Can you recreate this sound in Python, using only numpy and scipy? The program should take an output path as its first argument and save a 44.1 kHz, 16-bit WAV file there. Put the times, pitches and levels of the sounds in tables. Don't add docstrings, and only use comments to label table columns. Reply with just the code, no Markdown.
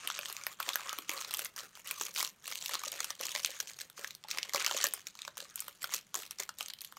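import sys
import numpy as np
from scipy import signal
from scipy.io import wavfile
from scipy.ndimage import uniform_filter1d

SR = 44100
rng = np.random.default_rng(int(sys.argv[2]) if len(sys.argv) > 2 else 0)


def undo_db(level):
    steps = np.asarray(level, float) / 20
    return 10 ** steps


def generate_wav(sig):
    pcm = np.round(np.clip(np.atleast_2d(sig).T, -1, 1) * 32767).astype(np.int16)
    wavfile.write(sys.argv[1], SR, pcm)


N = 307818

# t/s, level of the ringing middle over 5 ms/dB, ring of the freed patch f/Hz,
# level of the low push/dB and of the bright tick/dB, both against the middle
CREASES = [(0.074, -30.5, 3060, -27, 0), (0.101, -32, 1400, -15, -28), (0.1899, -33.5, 2450, -26, -3),
           (0.257, -36, 3070, -22, -21), (0.299, -40.5, 4900, -6, -2), (0.3264, -43, 3980.0, -25, 7),
           (0.366, -37, 6200, -23, -9), (0.412, -47, 2250, -15, -12), (0.436, -40, 5530, -24, -23),
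           (0.4667, -30.5, 1900, -21, -0.5), (0.602, -35.5, 1330, 1.5, 0), (0.6272, -38.5, 3580, -20, 0),
           (0.69, -27.5, 3400, -14, -11), (0.733, -35, 3730, -29, -11), (0.757, -27, 1680, -33, -0.5),
           (0.8931, -33.5, 6140, -13.5, -17), (0.929, -34.5, 1310, -20, -7), (0.9864, -36, 3160, -6, 0),
           (1.0933, -28.5, 2500, -14, -6.5), (1.115, -38.5, 2660, -5.5, -2), (1.176, -38, 4340, -13, -16),
           (1.2124, -36.5, 6600, -8.5, -22), (1.2472, -38.5, 4140, -10, -15),
           (1.3091, -36.5, 4100, -13, -2), (1.3389, -34, 3000, -12, 6), (1.346, -33.5, 3760, -11.5, -11),
           (1.3706, -39, 8100.0, -20, 3), (1.3925, -32.5, 3480, -6, 4), (1.4471, -42.5, 7100, -15, 9.5),
           (1.456, -40.5, 2470, -12, -15), (1.5627, -39.5, 5540, -21, -2), (1.594, -42.5, 4130, -11, -9),
           (1.6054, -43.5, 5530, -7, -14), (1.773, -54, 5600, 1, 1), (1.861, -47, 2000, -17, -16),
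           (1.8733, -42, 3200, -29, 4.5), (1.911, -32, 2380, -17.5, 0.5), (2.0114, -29.5, 6200, -7, -9),
           (2.176, -35, 4630.0, -9, -9), (2.186, -38, 5000, -3, -8), (2.2003, -33, 5720, -8, -9),
           (2.2046, -30, 3600, -18, -11), (2.2278, -34, 1090, -35, 3.5), (2.275, -38.5, 5650, -14, -6),
           (2.4782, -36, 8500, -10.5, -7), (2.5144, -41, 5000, -6, -1), (2.5233, -36, 2200, -13, -24),
           (2.5554, -35, 5800, -25, -36), (2.624, -37.5, 6500, -13, -22), (2.6596, -32.5, 3540, -23, -3),
           (2.6929, -39, 1690, -3.5, 3.5), (2.7409, -34, 6090.0, -7, 0), (2.7522, -31.5, 4100, -5.5, -14),
           (2.816, -48.5, 1600, -3, -12), (2.8361, -34.5, 1250, -23, -6.0), (2.918, -55, 6700, -29, 19),
           (3.0036, -29.5, 6900, -7.5, -22), (3.044, -33, 5940, -11, -8), (3.1044, -32, 5600, -10.5, -12),
           (3.211, -35.5, 5800, -9.5, -1), (3.2549, -34.5, 5640, -15, -8), (3.2669, -35.5, 6540, -18, -15),
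           (3.292, -38, 6960, -14, -17), (3.3503, -31.5, 1940, -19, -25), (3.361, -31.5, 2080, -12, -25),
           (3.3945, -39, 4500, -8, -10), (3.447, -24.5, 3900, -41, -37), (3.4596, -32, 3080, -39, -2),
           (3.6017, -28, 5600, -36, -9), (3.673, -44, 5900, -30, -20), (3.6978, -43, 6600, -30, -6),
           (3.789, -42.5, 5650, -37, -22), (3.809, -42.5, 1750, -25, 0), (3.899, -51, 3900, -5, 3.5),
           (3.978, -50.5, 6060, 2.5, -8), (4.045, -33, 1730, -39, -12), (4.1067, -41.5, 4120, -37, -11),
           (4.1504, -43.5, 5740, -21, -1), (4.2389, -45.5, 3600, -12, -29), (4.285, -43, 4200, -14, -5),
           (4.312, -29.5, 5300, -31, -14), (4.373, -37, 2230, -7, -14), (4.3847, -28.5, 2140, -46, -13),
           (4.4298, -30.5, 2960, -43, -14), (4.494, -39, 2190, -18, -8), (4.5351, -31.5, 5950, -13, -7),
           (4.5467, -26, 1165, -44, -8), (4.5594, -28, 2120, -7.5, -10), (4.6056, -40, 1530, -3, -3),
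           (4.6233, -34.5, 6800, -13, -13), (4.646, -29.0, 2220, -22, -10), (4.6633, -24, 5650, -14.5, -13),
           (4.676, -34, 4540.0, -5, -6), (4.7115, -30, 2980, -5, -14), (4.746, -37, 2760, -17, -6),
           (4.7664, -36.5, 6200, -6.5, -4), (4.774, -31.5, 6640, -17, -7), (4.8409, -21, 6800, -12.5, -6),
           (4.868, -30.5, 4540, -22, 0.5), (4.886, -41.5, 6200, -24, 3), (4.9367, -36, 9300, -6.5, 7.5),
           (5.069, -36, 5800, -39, -12), (5.1527, -48.5, 6200, -6.5, -9), (5.19, -44, 2450.0, -12, -15),
           (5.2185, -37.5, 3900, -43, -15), (5.2504, -41, 2390, -11, -13), (5.2782, -38, 1550, -7, -14),
           (5.3706, -42.5, 5660, -4, -1), (5.3789, -38, 6400, -23, -1), (5.403, -38.5, 3720, -35, -10),
           (5.5575, -51.5, 8300, -5, 20), (5.577, -47.5, 3240, -5.5, -10), (5.5927, -42, 5670, -33, -5),
           (5.6042, -47.5, 8300, -22, 16.5), (5.621, -47, 2000, -4, -14), (5.6815, -40, 1500, -39, 2),
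           (5.829, -38.5, 8100, -30, -1), (5.842, -31, 1450, -24, -5), (5.893, -48.5, 1450, -4, -11),
           (5.9225, -48, 6500, 2, -4), (5.941, -38, 6530, -4, 5), (6.1433, -33, 6300, -6, -2.5),
           (6.1524, -30, 6660, -11.5, -25), (6.2216, -47, 1340, -18, 4), (6.2637, -48, 5260, -30, 0),
           (6.309, -37, 5600, -15.5, 1.5), (6.386, -41.5, 5970, -19, -14), (6.4006, -31, 6440, -17.5, -10),
           (6.424, -42.5, 2420, -12, -12), (6.4915, -35.5, 1400, -20, -28), (6.586, -42.5, 7920.0, -21, -2),
           (6.608, -31.5, 3130, -9.5, -6.5), (6.66, -40, 6200, -33, -23), (6.6833, -41, 4160, -42, -2),
           (6.7, -40.5, 4070, -37, -22), (6.7038, -42, 4000, -34, -19.0), (6.7354, -40.5, 4060, -40, -3),
           (6.787, -49, 4200, -35, -15), (6.8075, -44, 4370, -32, 0), (6.8168, -44, 6730, -35, 5),
           (6.8475, -42.5, 4000, -23, 3.5), (6.923, -50, 1390, -4, 1), (6.9689, -49, 2040, 2, -8)]
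# f/Hz, level per Hz/dB
PAPER_COLOUR = [(250, -12.5), (450, -10), (750, -17), (1150, -14.5), (1800, -5.5), (4300, -1.5),
                (5000, -3.5), (6700, 3), (8000, 0.5), (12000, 5.5), (15800, 0), (16050, -24)]
# f/Hz, level per Hz/dB
HUSH_COLOUR = [(30, -10.5), (130, 1), (195, 2.5), (260, -6), (600, -9.5), (1400, -8), (6500, -19),
               (9500, -15.5), (15800, -40), (16050, -67)]
# f/Hz, fade time t/s
ROOM_FADE = [(400, 0.28), (1400, 0.13), (3000, 0.21), (6000, 0.048), (14000, 0.15)]
# t/s, level before the soft onset and fade/dB, f/Hz
PARCEL_KNOCKS = [(0.189, -35.5, 578), (0.986, -34, 303), (1.092, -39, 313), (2.008, -37, 418),
                 (2.867, -34.5, 560), (3.203, -32, 534), (3.351, -35, 603), (3.49, -36.5, 533),
                 (3.989, -34, 446), (4.246, -37, 856), (4.545, -24.5, 590), (4.745, -27.5, 565),
                 (4.84, -28.5, 576), (5.277, -37.5, 610), (5.422, -39, 545), (6.4, -37, 402)]
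# t/s, treble level before its flicker/dB,
# hollow ring level before its flexing/dB
TREBLE_AND_HOLLOW = [(0, -37, 23), (0.3, -8, 24.5), (0.85, -13.5, 29.5), (1.3, -7.5, 21.5), (2.2, -5, 19.5),
                     (3, -12, 12.5), (4, -9, 12), (4.7, -23, 22), (5, -11, 15.5), (5.35, -20, 21.5),
                     (5.6, -8, 16), (7, -6, 18)]
# t/s, length t/s, effort level as the move bites/dB, change of level until it lets go/dB
HAND_MOVES = [(0.006, 0.023, -54, 4), (0.049, 0.48, -44, -10), (0.602, 0.42, -45, -6),
              (1.094, 0.37, -45, -1.5), (1.579, 0.096, -43.5, -13.5), (1.75, 0.049, -52, -3),
              (1.86, 0.22, -47, 3.5), (2.16, 0.088, -37.5, 0), (2.442, 0.65, -47.5, 6),
              (2.72, 0.041, -35.5, -4), (2.84, 0.28, -49, 3), (3.207, 0.57, -39, -14),
              (3.813, 0.029, -39.5, -12), (3.98, 0.13, -44.5, -8), (4.27, 0.027, -62, 6),
              (4.297, 0.2, -45, -4.5), (4.542, 0.31, -35, -12.5), (4.763, 0.06, -40.5, 6.5),
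              (4.856, 0.016, -30, -10), (4.91, 0.075, -52, 5.5), (5.072, 0.028, -47.5, -10.5),
              (5.175, 0.1, -56.5, -2), (5.375, 0.21, -46.5, -20), (5.574, 0.24, -45.5, -23),
              (5.821, 0.058, -47, -2.5), (5.917, 0.017, -41, 10), (6.158, 0.093, -39.5, -12),
              (6.314, 0.029, -48, -20), (6.404, 0.041, -35, -19.5), (6.609, 0.12, -40, -34),
              (6.818, 0.087, -54, -6.5), (6.972, 0.024, -58, -1)]

HUSH_DB = -69.5
PARCEL_HZ, PARCEL_WIDTH_HZ, PARCEL_DB = 557, 40, 3
RING_SHARE = 0.145
CURL_HZ, CURL_WIDTH_HZ, CURL_ROAM = 1170, 170, 0.085
RUN_MS, RUN_SPREAD = 1.0605, 0.35
SETTLE_MS, SETTLE_DB = 49, -48
BITE_DB_PER_S, LET_GO_DB_PER_S = 891, 363
REST_DB = -68
THUD_DB = -10


def snap(noise, ring_hz, low_db, tick_db, run_ms, other_hz):
    t_ms = np.arange(len(noise)) / SR * 1000
    stutter = undo_db(5 * evened(uniform_filter1d(noise[::-1], 10)))
    flip = 0.89 * np.exp(-t_ms / 0.13)
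    run = np.exp(-(t_ms / run_ms) ** 2)
    settle = 0.31 * np.exp(-t_ms / 3) + undo_db(SETTLE_DB) * np.exp(-t_ms / SETTLE_MS)
    onset = (1 - np.exp(-t_ms / 0.12)) ** 2
    jolt = noise * stutter * onset * (flip + run + settle)

    ring = unit_over_5ms(resonate(jolt, ring_hz, RING_SHARE * ring_hz))
    neighbour = unit_over_5ms(resonate(jolt, other_hz, RING_SHARE * other_hz))
    middle = unit_over_5ms(band(jolt, 2440, 7580)) + 1.37 * ring + 0.68 * neighbour
    curl = resonate(resonate(jolt, CURL_HZ, 530), CURL_HZ, 640)
    push = undo_db(low_db) * unit_over_5ms(curl + 0.11 * band(jolt, 350, 510))
    tick = undo_db(tick_db) * unit_over_5ms(band(jolt, 7500, 13000))
    return unit_over_5ms(middle) + push + tick


def snaps():
    out = np.zeros(N + 1500)
    draws = rng.standard_normal((len(CREASES), 1502))
    for (s, db, ring_hz, low_db, tick_db), draw in zip(CREASES, draws):
        run_ms = RUN_MS * np.exp(RUN_SPREAD * draw[0])
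        other_hz = 3800 * np.exp(0.43 * np.clip(draw[1], -2, 2))
        out[round(s * SR):][:1500] += undo_db(db) * snap(draw[2:], ring_hz, low_db, tick_db, run_ms, other_hz)
    return out[:N]


def crackle(per_s=380, spread_db=8.0, patches=32):
    clump = undo_db(6 * np.minimum(drift(300), 1))
    size = undo_db(spread_db * np.minimum(rng.exponential(1, N), 2.3))
    size *= rng.random(N) < per_s * clump / SR
    size *= rng.choice([-1, 1], N)
    wander = drift(1500) + 0.6 * rng.standard_normal(N)
    patch = np.argsort(np.argsort(wander)) * patches // N
    t, out = np.arange(400) / SR, np.zeros(N)
    for k, hz in enumerate(np.geomspace(700, 14000, patches)):
        jolt = rng.standard_normal(400) * np.exp(-t / 0.0006)
        second_hz = hz * rng.uniform(0.45, 0.75)
        rings = resonate(jolt, hz, 0.1 * hz) + resonate(jolt, second_hz, 0.08 * hz)
        grain = jolt / np.linalg.norm(jolt) + 0.9 * evened(rings) / 20
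        out += signal.oaconvolve(size * (patch == k), grain)[:N]
    return evened(out)


def rustle():
    return undo_db(-7) * undo_db(3.3 * drift(260)) * folded(band(rng.standard_normal(N), 290, 10000), 4.5)


def effort_db():
    t = np.arange(0, N, 64)[:, None] / SR
    s, length, db, change_db = np.transpose(HAND_MOVES)
    held = db + change_db * np.clip((t - s) / length, 0, 1)
    rise = BITE_DB_PER_S * np.maximum(s - t, 0)
    fall = LET_GO_DB_PER_S * np.maximum(t - s - length, 0)
    power = (undo_db(held - rise - fall) ** 2).sum(1) + undo_db(REST_DB) ** 2
    return np.interp(np.arange(N) / SR, t[:, 0], 10 * np.log10(power))


def sheet():
    t = np.arange(N) / SR
    s, treble_db, curl_db = np.transpose(TREBLE_AND_HOLLOW)
    creases, rub = crackle(), rustle()
    both = [coloured(creases + rub, PAPER_COLOUR), coloured(0.2 * creases + rub, PAPER_COLOUR)]
    stir, sliding = evened(np.array(both))

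    treble = signal.sosfiltfilt(signal.butter(2, 7500, "high", fs=SR, output="sos"), stir)
    glint_db = 3 * drift(900)
    stir = stir + (undo_db(np.interp(t, s, treble_db) + glint_db) - 1) * treble

    roam = evened(uniform_filter1d(uniform_filter1d(rng.standard_normal(N), 2000), 2000))
    curl = sweep(sliding, CURL_HZ * np.exp(CURL_ROAM * roam), CURL_WIDTH_HZ)
    flex = undo_db(2.5 * np.minimum(drift(2500), 1))
    stir = stir + flex * undo_db(np.interp(t, s, curl_db)) * curl
    return undo_db(effort_db()) * stir


def knocks():
    out, t = np.zeros(N + 2000), np.arange(2000) / SR
    for (s, db, hz), noise in zip(PARCEL_KNOCKS, rng.standard_normal((len(PARCEL_KNOCKS), 2000))):
        thud = undo_db(THUD_DB) * evened(resonate(noise, 1.18 * hz, hz))
        swell = undo_db(db - 60 * t / 0.034) * (1 - np.exp(-t / 0.0034))
        out[round(s * SR):][:2000] += swell * (np.sin(2 * np.pi * hz * t) + thud)
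    roughness = 1 + 0.36 * drift(60)
    return out[:N] * roughness


def parcel(paper):
    return undo_db(PARCEL_DB) * resonate(paper, PARCEL_HZ, PARCEL_WIDTH_HZ)


def room(x):
    taps = np.zeros((3, SR // 3))
    at = np.arange(200, SR // 3 - 20, 20)
    places = at + rng.integers(0, 20, (3, len(at)))
    np.put_along_axis(taps, places, rng.choice([-1., 1.], (3, len(at))), 1)
    hz, t, z = signal.stft(taps, SR, nperseg=128)
    fade = undo_db(-60 * t / read(ROOM_FADE, hz)[:, None])
    tails = signal.istft(z * fade, SR, nperseg=128)[1]
    turn = np.cos(2 * np.pi * (7 * np.arange(N) / SR + np.arange(3)[:, None] / 3)) * np.sqrt(2 / 3)
    return signal.oaconvolve(x * turn, tails / np.linalg.norm(tails[0]), axes=1)[:, :N].sum(0)


def hush():
    return undo_db(HUSH_DB) * evened(coloured(rng.standard_normal(N + 2048), HUSH_COLOUR)[2048:])


def evened(x):
    return x / np.sqrt(np.mean(x ** 2) + 1e-20)


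def unit_over_5ms(x):
    return x * np.sqrt(220 / np.sum(x ** 2))


def drift(size):
    return evened(uniform_filter1d(rng.standard_normal(N), size))


def read(points, hz):
    f, value = np.transpose(points)
    return np.interp(np.log(hz + 1), np.log(f + 1), value)


def coloured(x, points):
    db = np.maximum(read(points, abs(np.fft.fftfreq(4096, 1 / SR))), -80)
    log_gain = np.log(undo_db(db))
    taps = np.fft.ifft(np.exp(log_gain - 1j * signal.hilbert(log_gain).imag)).real[:2048]
    return signal.oaconvolve(x, taps)[:len(x)]


def band(x, lo_hz, hi_hz):
    return signal.sosfilt(signal.butter(2, [lo_hz, hi_hz], "band", fs=SR, output="sos"), x)


def resonate(x, hz, width):
    return signal.lfilter(*signal.iirpeak(hz, hz / width, SR), x)


def sweep(x, hz, width):
    turn, r = np.exp(2j * np.pi * np.cumsum(hz) / SR), np.exp(-np.pi * width / SR)
    return 2 * (turn * signal.lfilter([1 - r], [1, -r], x / turn)).real


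def folded(x, patchy_db):
    z = signal.stft(x, nperseg=256, noverlap=192)[2]
    field = uniform_filter1d(rng.standard_normal(z.shape), 3, axis=0)
    field = uniform_filter1d(field, 30, axis=1)
    return signal.istft(z * undo_db(patchy_db * evened(field)), nperseg=256, noverlap=192)[1][..., :N]


def scene():
    paper = snaps() + sheet()
    paper = paper + parcel(paper) + knocks()
    paper = band(paper, 200, 18000)
    return (paper + undo_db(-12.5) * room(paper) + hush())[None]


def top_cut(x):
    return signal.sosfilt(signal.butter(12, 17010, fs=SR, output="sos"), x)


def record(dry):
    ported = dry - 0.6 * resonate(dry, 10770, 3250)
    cut = signal.oaconvolve(ported, signal.firwin(101, 16100, fs=SR)[None], "same")
    return top_cut(cut)


dry = scene()
out = record(dry)
generate_wav(out)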